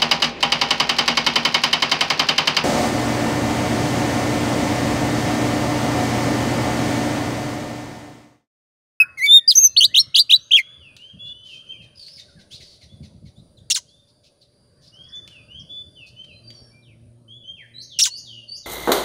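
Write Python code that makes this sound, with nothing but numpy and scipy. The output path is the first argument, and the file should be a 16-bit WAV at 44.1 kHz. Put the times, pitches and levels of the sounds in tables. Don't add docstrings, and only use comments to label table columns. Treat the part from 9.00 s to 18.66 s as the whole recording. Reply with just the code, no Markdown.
import sys
import numpy as np
from scipy import signal
from scipy.fft import rfft, irfft, next_fast_len
from scipy.io import wavfile
from scipy.ndimage import uniform_filter1d, minimum_filter1d

SR = 44100
rng = np.random.default_rng(int(sys.argv[2]) if len(sys.argv) > 2 else 0)


def unload_audio(sound):
    columns = np.transpose(np.atleast_2d(sound))
    steps = np.round(np.clip(columns, -1, 1) * 32767)
    wavfile.write(sys.argv[1], SR, steps.astype(np.int16))


N = 426006

# [t/s, f/Hz, level/dB]
WHISTLES = [ (-30, .1, [(0, 2581, -6), (.02, 2561, -6), (.03, 2537, -15), (.043, 2500, -32)]),
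            (-18, .45, [(0.172, 2174, -40), (0.18, 2181, -31.5), (0.21, 1963, -24.5), (0.244, 2282, -13),
            (0.266, 2270, -17), (0.28, 2251, -28.5)]), (-31, .1, [(0.256, 3510, -35), (0.264, 3606, -26.5),
            (0.294, 3489, -11), (0.338, 3657, -4.5), (0.372, 3700, -4), (0.386, 3577, -10),
            (0.398, 3550, -28)]), (-33.5, 0.44, [(0.476, 4755, -12), (0.486, 4774, -6.5), (0.5, 5010, -8),
            (0.508, 4682, -11.5)]), (-19.5, 0.22, [(.551, 5370, -22), (.559, 6246, -8.5), (.567, 6560, -14),
            (.576, 5930, -6.5), (.584, 6230, -5), (.606, 6463, -16), (.626, 6420, -12.5), (.655, 6202, -5),
            (.672, 6050, -12.5), (.682, 5690, -33.5)]), ]
# t/s, length/s, level/dB
HANDOVERS = [(0.176, 0.033, -44), (0.248, 0.032, -33), (0.5, 0.088, -38), (1.297, 0.034, -28.5),
             (1.563, 0.047, -35.5)]
# t/s, length/s, climb/(Hz/s), top/Hz, level/dB
SWEEPS = [(0.762, 0.038, 135000, 4438, -6.5), (0.939, .021, 81300, 3730, -7.5),
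          (1.141, 0.027, 105000, 4980, -8.5), (1.292, .027, 65500, 4170, -8.5),
          (1.507, 0.025, 58200, 3635, -7)]
# t/s, length/s, hold/s, from/Hz, to/Hz, slide at/s, depth/Hz, level/dB, overtones/dB
TRILLS = [ (0.501, .03, 0.016, 4880, 3163, .013, 219, -9, -15),
          (0.802, 0.06, 0.046, 2975, 4390, 0.042, 170, -6.5, -15.5),
          (.957, 0.07, 0.037, 2758, 4310, .022, 198.6, -7, -15.5),
          (1.159, 0.068, 0.037, 2995, 4150, .026, 320, -8, -14),
          (1.311, .057, 0.034, 2407, 3997, .016, 40, -5, -25.5),
          (1.529, .039, .042, 2854, 3290, .006, 70, -4.5, -34.5),
          (1.565, .055, .03, 2900, 2102, .017, 150, -4, -18), ]
# t/s, length/s, f/Hz, level/dB
PIPS = [(0.849, 0.019, 4630, -12.5), (0.996, .027, 5430, -12.5), (1.194, 0.032, 4654, -9.5),
        (1.357, 0.015, 4520, -17)]
# t/s, zigzag length/s, start/Hz, squeal/Hz, drop t/s, drop length/s, level/dB
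HARSH_CALLS = [(4.7, .025, 4580, 5500, 4.758, 0.037, -15.5), (8.988, .031, 5915, 5840, 9.055, 0.04, -14.5)]
# t/s, f/Hz, level/dB
SQUEALS = [
    [(4.724, 5380, -14.5), (4.73, 5490, -20), (4.734, 5500, -44), (4.742, 5260, -46), (4.746, 4950, -23),
     (4.757, 3310, -15)],
    [(9.018, 5970, -10), (9.025, 5300, -12), (9.033, 5960, -9), (9.042, 3140, -16), (9.051, 3940, -22.5),
     (9.056, 3300, -10)],
]
# f/Hz, level/dB
WHISTLE_EQ = [(3500, -2.5), (6300, 0.5), (7800, -12), (10500, 4.5), (12800, 0), (13500, -6.5), (15200, 1)]
PRESSED_EQ = [(3800, -8.5), (6300, 2), (7900, -10), (9200, 1), (11000, 3), (13400, -13), (14600, 3)]
HANDOVER_EQ = [(2000, -14), (3500, 0), (6500, -0.5), (8000, -8), (11000, -2), (13300, -10), (15000, -3)]
HARSH_EQ = [(600, -22), (1000, -12.5), (1700, -14), (2300, -9.5), (3200, -1), (5000, -1), (6600, 8.5),
            (8000, -6), (9500, -3.5), (12500, -25.5), (15500, -12.5)]
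FAR_HARSH_EQ = [(1000, -48), (2200, -2), (4600, 6.5), (8000, -14), (9700, -10.5), (12500, -25)]
# f/Hz, level/dB
CAGE_EQ = [(2250, -11), (2700, -10.5), (2950, -5), (3200, -1.5), (3500, -7), (3780, 1), (4200, -3.5),
           (4460, -0.5), (4900, -5)]

# t/s, length/s, start/Hz, end/Hz, level/dB
HELD_NOTES = [(2.184, 0.16, 3357, 3465, -34.5), (2.5, 0.13, 3095, 3175, -44),
              (2.666, 0.081, 3000, 3200, -34.5), (6.115, 0.093, 3430, 3507, -33.5),
              (6.685, 0.156, 3437, 3487, -33.5), (8.455, 0.079, 3060, 3220, -33.5)]
SLURS = [ (0.334, 0.16, 2030, 1774, -54.5), (0.678, 0.15, 4100, 4240, -54.5), (1.381, .12, 5470, 6520, -54),
         (6.538, 0.078, 3030, 3414, -47.5), (0.556, 0.14, 2743, 2570, -49), (.88, .12, 1604, 2234, -51),
         (1.578, 0.22, 3124, 3468, -46), (2.168, 0.52, 2675, 3130, -48), (2.699, .07, 2993, 2300, -50.5),
         (3.279, 0.039, 1653, 1340, -62), (3.36, 0.057, 1850, 1430, -60), (3.889, 0.061, 3215, 3545, -57),
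         (4.861, 0.17, 3040, 3633, -60.5), (5.92, 0.23, 2800, 3406, -48.5),
         (7.299, 0.12, 3950, 4115, -57.5), (7.434, 0.099, 4690, 4640, -46), (7.52, 0.1, 4650, 4510, -52),
         (7.521, 0.2, 5695, 5430, -57), (7.707, 0.13, 2307, 2384, -61), (7.819, 0.13, 4180, 2003, -59.5),
         (8.279, 0.13, 2998, 3460, -43.5), (8.436, 0.098, 2940, 3187, -44),
         (8.561, 0.097, 3090, 1540, -47.5), ]
PHRASE = [(0, .12, 3190, 2393, -49), (.18, .16, 2643, 3240, -45), (0.658, .11, 3216, 2472, -46),
          (.862, .1, 2920, 3160, -42), (.97, 0.074, 3130, 2406, -51)]
PHRASE_STARTS_S = [1.8, 6.3]
# t/s, start/Hz, flip after/s, level/dB
SEESAWS = [(8.738, 3907, 0.084, -39.5), (9.096, 4313, 0.081, -37.5), (9.476, 4466, 0.092, -38)]
# t/s, level/dB
CHACKS = [(2.81, -59), (3.168, -46), (3.383, -54), (3.594, -46.5), (3.805, -51), (4.022, -53.5),
          (4.247, -58)]
# t/s, length/s, start/Hz, end/Hz, level/dB, roughness (capped at 1)
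FAR_CHIPS = [ (2.42, .19, 3380, 3004, -53, 0.75), (2.241, 0.063, 3620, 4700, -58, .4),
             (3.5, 0.078, 2800, 5290, -41, .45), (3.569, .24, 4920, 4160, -53, .6),
             (4.351, 0.067, 3300, 4300, -60, .15), (4.567, 0.03, 4450, 3080, -55, .1),
             (5.07, .05, 5600, 3750, -63.5, .7), (5.226, 0.067, 3340, 2770, -58, 1.1),
             (5.406, .036, 5000, 3710, -54.5, 0.39), (5.805, 0.1, 6080, 3770, -57, 0.82),
             (7.058, 0.044, 4500, 4320, -52, 0.48), ]
# t/s, length/s, level/dB
TWITTERS = [(4.88, .02, -59), (5.881, .09, -51.5), (6.03, .08, -55), (6.139, .02, -55), (6.59, .02, -53)]
# t/s, f/Hz, level/dB
CRACKED_CALL = [(2.95, 5100, -54.5), (3.02, 4560, -42.5), (3.06, 4126, -44), (3.1, 5050, -47),
                (3.155, 5350, -46), (3.21, 3500, -48)]

# t/s, level/dB
TICKS = [(1.966, -35.5), (3.083, -42), (6.277, -37), (7.245, -44.5), (7.504, -40.5)]
BUFFETS = [(2.129, -44), (2.24, -51.5), (2.78, -50.5), (3.35, -44.5), (3.92, -45.5), (4.0, -38),
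           (4.13, -45), (4.23, -41), (4.37, -46), (6.599, -45)]
# f/Hz, level/dB
TICK_EQ = [(500, -29), (1500, -19), (3000, 9.5), (5500, -2.5), (9000, -13.5), (15000, -31)]
RUMBLE_EQ = [(25, -42.5), (65, -3), (120, 0), (260, -13.5), (450, -21), (600, -16), (800, -35.5),
             (2000, -67)]
WASH_EQ = [(600, -27.5), (1200, -8.5), (1600, -5), (2500, -20), (5000, -60)]
HISS_EQ = [(600, -0.5), (800, -11.5), (2300, -25.5), (3500, -18), (4700, -18), (5200, -21), (7800, -25.5),
           (9600, -10), (11500, -32), (16000, -39)]
# t/s, level/dB
INSECT_DB = [(0, -72), (4.1, -76), (5.6, -70.5), (7.6, -68.5), (7.9, -89)]
RUMBLE_DB = [(0, -51.5), (.35, -74), (.65, -58), (.9, -53.5), (1.5, -64), (2.2, -55), (2.6, -60.5),
             (4.1, -53), (4.6, -56), (5.4, -69), (6.2, -54), (6.65, -53.5), (7.1, -55.5), (9.66, -62)]
WASH_DB = [(0, -45), (.4, -73.5), (1.2, -67), (3.3, -76), (4.2, -85), (5.4, -82), (6.2, -64), (7.1, -83),
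           (7.7, -71), (8.3, -88), (9.66, -78.5)]
HISS_DB = [(0, -68.5), (1.6, -66.5), (3.2, -62.5), (5.3, -65.5), (6.5, -63), (7.6, -63.5), (8.2, -66.5),
           (9.66, -65.5)]
MOTOR_DB = [(7.1, -77), (7.5, -49), (7.75, -58), (8.0, -53), (8.35, -52.5), (8.55, -65), (8.75, -53.5),
            (9.1, -65.5), (9.35, -52.5), (9.66, -65.5)]
# f/Hz, level/dB re hiss, waver/fraction
HUM = [(577, -7.5, 0.037)]
# f/Hz, T60/s
ECHO_T60_S = [(2500, .8), (6000, .85), (10000, .6), (13000, .45), (16000, 0.052)]


def song(coupling=.05):
    out = np.zeros(N)
    for overtones_db, pressed, rows in WHISTLES:
        at_s, hz, db = follow(rows)
        add(out, at_s, note(hz, db, overtones_db, pressed, WHISTLE_EQ))
    for at_s, length_s, db in HANDOVERS:
        size = round(length_s * SR)
        add(out, at_s, amp(db) * np.hanning(size) * noise(size, HANDOVER_EQ))
    out += place(sweep, SWEEPS) + place(trill, TRILLS) + place(pip, PIPS)
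    return highpass(out, 1550) + coupling * highpass(out ** 2, 5000)


def sweep(length_s, climb_hz_per_s, top_hz, db, from_hz=2404, rise_s=.0046):
    t, _ = clock(length_s)
    hz = uniform_filter1d(np.minimum(from_hz + climb_hz_per_s * t, top_hz), size=200)
    return note(hz, db + read(CAGE_EQ, hz), overtones_db=-29.5, pressed=.86) * (1 - np.exp(-t / rise_s))


def trill(length_s, hold_s, from_hz, to_hz, slide_at_s, depth_hz, db, overtones_db):
    rate_hz, slide_s, rise_s, fade_db_per_s = 134.6, .006, .007, 749.5
    t, _ = clock(length_s)
    release_s = np.maximum(t - hold_s, 0)
    warble = np.cos(phase_of(rate_hz * (1 + .082 * wander(len(t), 52))))
    centre_hz = from_hz + (to_hz - from_hz) / (1 + np.exp((slide_at_s - t) / slide_s))
    hz = centre_hz + depth_hz * warble * np.exp(-release_s / .012)
    tone = note(hz, db + read(CAGE_EQ, hz) - fade_db_per_s * release_s, overtones_db, pressed=1)
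    return tone * np.sqrt(np.minimum(t / rise_s, 1))


def pip(length_s, hz, db, sag=.0647, fade_db=16):
    _, u = clock(length_s)
    return note(hz * (1 + sag * (.5 - u)), db - fade_db * u ** 3, overtones_db=-29.5, pressed=.35)


def note(hz, db, overtones_db, pressed, eq=PRESSED_EQ):
    size = len(hz)
    jitter = 1 + .005 * pressed * wander(size, 600)
    tone = whistle(hz * jitter, overtones_db, fall_db=7 * pressed, eq=eq, grain_db=3.5 * pressed)
    air = amp(-33) * pressed ** 2 * highpass(noise(size, eq), 4000)
    shimmer = 1 + .018 * pressed * wander(size, 1500)
    flutter_db = 1.17 * pressed * wander(size, 200)
    return soften((tone * shimmer + air) * amp(db + flutter_db), edge_s=.0035)


def whistle(hz, overtones_db, fall_db, eq=WHISTLE_EQ, grain_db=1):
    phase = phase_of(hz)
    overtones = np.zeros(len(hz))
    for k in range(2, 8):
        db = read(eq, k * hz) - fall_db * (k - 2) + grain_db * wander(len(hz), 300)
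        overtones += amp(db) * (k * hz < SR / 2) * np.sin(k * phase)
    return np.sqrt(2) * (np.sin(phase) + amp(overtones_db) * overtones)


def harsh_calls():
    out = np.zeros(N)
    for at_s, length_s, start_hz, squeal_hz, drop_at_s, drop_length_s, db in HARSH_CALLS:
        add(out, at_s, zigzag(length_s, start_hz, squeal_hz, db))
        add(out, drop_at_s, rattle(drop_length_s, db - 2.5))
    for rows in SQUEALS:
        at_s, hz, db = follow(rows)
        add(out, at_s, harsh_voice(hz, db, rough=.094))
    return highpass(amp(-1) * out + amp(-15) * echo(out, t60_factor=.066, delay_s=.000998), 600)


def zigzag(length_s, start_hz, squeal_hz, db, centre_hz=3234, depth_hz=630, cycles=2.4, rough=.22):
    _, u = clock(length_s)
    swing_hz = centre_hz + depth_hz * np.cos(2 * np.pi * cycles * (u - .56))
    leaving, arriving = np.exp(-(u / .2) ** 2), np.exp(-((1 - u) / .14) ** 2)
    hz = swing_hz + (start_hz - swing_hz) * leaving + (squeal_hz - swing_hz) * arriving
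    return harsh_voice(hz, db - 9 * leaving, rough) + harsh_voice(hz / 2, db - 3.5 - 45 * u ** 2, rough)


def rattle(length_s, db, from_hz=3200, to_hz=984, drop_s=.0045, fade_db=26):
    t, u = clock(length_s)
    catch_hz = 520 * np.exp(-((t - .013) / .004) ** 2)
    hz = to_hz + (from_hz - to_hz) * np.exp(-t / drop_s) + catch_hz
    return harsh_voice(hz, db - fade_db * u ** 2, rough=.34 * u ** .32)


def harsh_voice(hz, db, rough):
    gain = amp(db + 2.05 * wander(len(hz), 580))
    return soften(gain * rasp(hz, rough, HARSH_EQ, jitter=.152, hiss=.26), edge_s=.0014)


def rasp(hz, rough, throat_eq, jitter, hiss):
    rough = np.clip(rough, 0, 1)
    phase = phase_of(hz * (1 + jitter * rough * wander(len(hz), 1400)))
    k = np.arange(1, 17)[:, None]
    weight = amp(read(throat_eq, k * hz)) * (k * hz < SR / 2) / k ** .32
    pulses = np.sqrt(2) * (weight * np.cos(k * phase)).sum(0) / np.linalg.norm(weight, axis=0)
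    air = unit(highpass(noise(len(hz), throat_eq), .92 * hz.min()) * (1 + .083 * np.cos(phase)))
    air_share = np.clip(hiss * rough ** 1.58, 0, 1)
    return np.sqrt(1 - air_share) * pulses + np.sqrt(air_share) * air


def held_notes(swell_db=4):
    out = np.zeros(N)
    for at_s, length_s, start_hz, end_hz, db in HELD_NOTES:
        _, u = clock(length_s)
        hz = start_hz + (end_hz - start_hz) * np.sin(np.pi / 2 * u)
        tone = whistle(hz, overtones_db=-30.5, fall_db=19.5)
        add(out, at_s, soften(amp(db - swell_db * (1 - u)) * tone, edge_s=.026))
    return out


def far_birds():
    out = np.zeros(N)
    for at_s in PHRASE_STARTS_S:
        add(out, at_s, place(slur, PHRASE))
    out += place(slur, SLURS) + seesaw()
    for at_s, db in CHACKS:
        add(out, at_s, chip(length_s=.053, start_hz=2400, end_hz=1756, db=db, rough=.54))
    return out + place(chip, FAR_CHIPS)


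def seesaw(scoop_hz=717, flip_hz=1860, flip_s=.004, hold_s=.024, fall_after_s=.15):
    out = np.zeros(N)
    for at_s, start_hz, flip_at_s, db in SEESAWS:
        t, u = clock(flip_at_s + hold_s)
        hz = start_hz + scoop_hz * np.minimum(t / flip_at_s, 1) ** 2
        hz += flip_hz / (1 + np.exp((flip_at_s - t) / flip_s))
        add(out, at_s, far_note(hz, db - 6.5 * u ** 4, overtones_db=-19.5, jitter=.013))
        add(out, at_s + fall_after_s, slur(length_s=.18, start_hz=4300, end_hz=2799, db=db - 5, ease=4.6))
    return amp(-2) * out + amp(-3) * echo(out, t60_factor=.24, delay_s=.0037)


def slur(length_s, start_hz, end_hz, db, ease=None):
    _, u = clock(length_s)
    ease = ease or (2.6 if end_hz > start_hz else .97)
    return far_note(start_hz + (end_hz - start_hz) * np.expm1(-ease * u) / np.expm1(-ease), db)


def far_note(hz, db, overtones_db=-29, jitter=.027):
    size = len(hz)
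    waver = jitter * np.ptp(hz) / hz.mean() * wander(size, 300) + .004 * wander(size, 35.004)
    tone = whistle(hz * (1 + waver), overtones_db, fall_db=22.5)
    arch = abs(np.sin(np.pi * np.linspace(0, 1, size) ** .88)) ** .7
    return wall_bounces(amp(db + .77 * wander(size, 45)) * tone * arch)


def chip(length_s, start_hz, end_hz, db, rough):
    hz = np.geomspace(start_hz, end_hz, round(length_s * SR))
    return soften(amp(db) * rasp(hz, rough, FAR_HARSH_EQ, jitter=.114, hiss=1), length_s / 3)


def twitter(gap_s=.056, top_hz=5600, bottom_hz=3800):
    out = np.zeros(N)
    for burst_s, length_s, db in TWITTERS:
        for at_s in np.arange(burst_s, burst_s + length_s, gap_s):
            late, shift, loud = rng.standard_normal(3)
            hz = np.geomspace(top_hz, bottom_hz, SR // 45) * (1 + .15 * shift)
            chirp = 2 * np.hanning(len(hz)) * np.sin(phase_of(hz))
            add(out, at_s + gap_s * late / 10, amp(db + 2 * loud) * chirp)
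    return out


def cracked_call(break_db=4.5):
    out = np.zeros(N)
    at_s, hz, db = follow(CRACKED_CALL)
    hz = hz * (1 + .0248 * wander(len(hz), 256))
    voice = rasp(hz, rough=.24, throat_eq=FAR_HARSH_EQ, jitter=.12, hiss=.69)
    breaks = unit(amp(break_db * wander(len(hz), 110)))
    add(out, at_s, soften(amp(db) * breaks * voice, edge_s=.0035))
    return out


def tick(db, t60_s=.02):
    t = np.arange(2048) / SR
    return amp(db - 60 * t / t60_s) * noise(len(t), TICK_EQ)


def insect(hz=4720):
    return level(INSECT_DB) * amp(2 * wander(N, 9)) * unit(np.sin(wavering_phase(hz, .03, rate_hz=400)))


def buffet(db, rise_s=.02, band_hz=(67, 193)):
    t = np.arange(SR // 4) / SR
    band = signal.butter(3, band_hz, "band", fs=SR, output="sos")
    puff = unit(signal.sosfilt(band, rng.standard_normal(len(t))))
    return amp(db) * puff * t / rise_s * np.exp(1 - t / rise_s)


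def rumble(gust_db=3):
    low = patchy(noise(N, RUMBLE_EQ), patch_db=2.5)
    return highpass(low * level(RUMBLE_DB) * amp(gust_db * wander(N, 29)), 38)


def far_wash(tones_hz=(1100, 1500)):
    tones = sum(np.sin(wavering_phase(hz, .1, rate_hz=7.4)) * amp(2 * wander(N, 10)) for hz in tones_hz)
    smeared = unit(echo(tones, t60_factor=.52, delay_s=0))
    return unit(smeared + 1.7 * patchy(noise(N, WASH_EQ), patch_db=5.5)) * level(WASH_DB)


def hiss_and_hum():
    out = patchy(noise(N, HISS_EQ), patch_db=3) * amp(1.5 * wander(N, 2.3))
    for hz, db, waver in HUM:
        out += amp(db + 1.3 * wander(N, 9)) * unit(np.sin(wavering_phase(hz, waver, rate_hz=60)))
    return out * level(HISS_DB)


def motor(hz=116.4):
    phase = wavering_phase(hz, .039, rate_hz=12)
    tone = unit(np.sin(phase) + amp(-9.5) * np.sin(2 * phase) + amp(-14.5) * np.sin(3 * phase))
    return level(MOTOR_DB) * amp(1.5 * wander(N, 6)) * tone


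def echo(x, t60_factor, delay_s, taps_per_s=3000):
    taps = rng.standard_normal(SR) * (rng.random(SR) < taps_per_s / SR)
    hz, t, spectra = signal.stft(taps, SR, nperseg=256)
    t60_s = t60_factor * read(ECHO_T60_S, hz)[:, None]
    tail = signal.istft(spectra * amp(-60 * t / t60_s), SR, nperseg=256)[1]
    tail = np.pad(tail, (round(delay_s * SR), 0))
    return signal.fftconvolve(x, tail / np.linalg.norm(tail))[:N]


def wall_bounces(x, paths=4):
    out = np.pad(x, (0, SR // 4))
    for lag, strength in rng.random((paths, 2)):
        delay_s = .17 * (.12 + .85 * lag)
        add(out, delay_s, amp(-16) * strength * x)
    return out


def patchy(x, patch_db):
    spectra = signal.stft(x, nperseg=1024)[2]
    field = uniform_filter1d(rng.standard_normal(spectra.T.shape), size=9, axis=0)
    field = unit(uniform_filter1d(field, size=6, axis=1)).T
    return unit(signal.istft(spectra * amp(patch_db * field), nperseg=1024)[1][:N])


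def amp(db):
    return 10 ** (np.asarray(db) / 20)


def unit(x):
    return x / np.sqrt(np.mean(x ** 2) + 1e-20)


def clock(length_s):
    t = np.arange(max(round(length_s * SR), 64)) / SR
    return t, t / t[-1]


def phase_of(hz):
    return 2 * np.pi * np.cumsum(hz) / SR


def wavering_phase(hz, waver, rate_hz):
    return phase_of(hz * (1 + waver * wander(N, rate_hz)))


def read(table, hz):
    table_hz, value = np.transpose(table)
    return np.interp(np.log(hz + 1), np.log(table_hz + 1), value)


def follow(rows):
    times_s, *columns = np.transpose(rows)
    t, _ = clock(times_s[-1] - times_s[0])
    return [times_s[0]] + [np.interp(times_s[0] + t, times_s, column) for column in columns]


def level(rows):
    return amp(np.interp(np.arange(N) / SR, *np.transpose(rows)))


def add(mix, at_s, sound):
    part = mix[round(at_s * SR):][:len(sound)]
    part += sound[:len(part)]


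def place(source, rows):
    out = np.zeros(N)
    for at_s, *settings in rows:
        add(out, at_s, source(*settings))
    return out


def noise(size, eq):
    gain = amp(read(eq, np.fft.rfftfreq(size, 1 / SR)))
    return unit(irfft(rfft(rng.standard_normal(size)) * gain, size))


def wander(size, rate_hz):
    padded = next_fast_len(size + SR // 8)
    lowpass = np.exp(-(np.fft.rfftfreq(padded, 1 / SR) / rate_hz) ** 2)
    return unit(irfft(rfft(rng.standard_normal(padded)) * lowpass, padded))[:size]


def soften(x, edge_s):
    t = np.arange(len(x)) / SR
    return x * np.sin(np.pi / 2 * np.minimum(np.minimum(t, t[::-1]) / edge_s, 1)) ** 2


def highpass(x, hz):
    return signal.sosfilt(signal.butter(4, hz, "high", fs=SR, output="sos"), x)


def scene():
    near = song() + harsh_calls()
    near += (amp(-21) * echo(near, t60_factor=.1, delay_s=.0021)
             + amp(-40) * echo(near, t60_factor=1, delay_s=.017))
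    near += amp(-29) * echo(highpass(near, 3900), t60_factor=.28, delay_s=.012)
    ticks = place(tick, TICKS)
    middle = held_notes() + ticks + amp(-5) * echo(ticks, t60_factor=.25, delay_s=.002)
    middle += amp(-12) * echo(middle, t60_factor=.81, delay_s=.025)
    far = far_birds() + twitter() + cracked_call()
    far += (amp(-6) * echo(far, t60_factor=.28, delay_s=.002)
            + amp(-10.5) * echo(far, t60_factor=.99, delay_s=.012))
    background = insect() + rumble() + place(buffet, BUFFETS) + far_wash() + hiss_and_hum() + motor()
    return (near + middle + far + background)[None]


def record(dry):
    ceiling, cutoff_hz = .98, 15800
    gain = 1 / np.maximum(abs(dry) / ceiling, 1)
    gain = uniform_filter1d(minimum_filter1d(gain, size=129), size=129)
    lowpass = signal.firwin(401, cutoff_hz, window=("kaiser", 9), fs=SR)
    return signal.oaconvolve(dry * gain, lowpass[None], "same")


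dry = scene()
out = record(dry)
unload_audio(out)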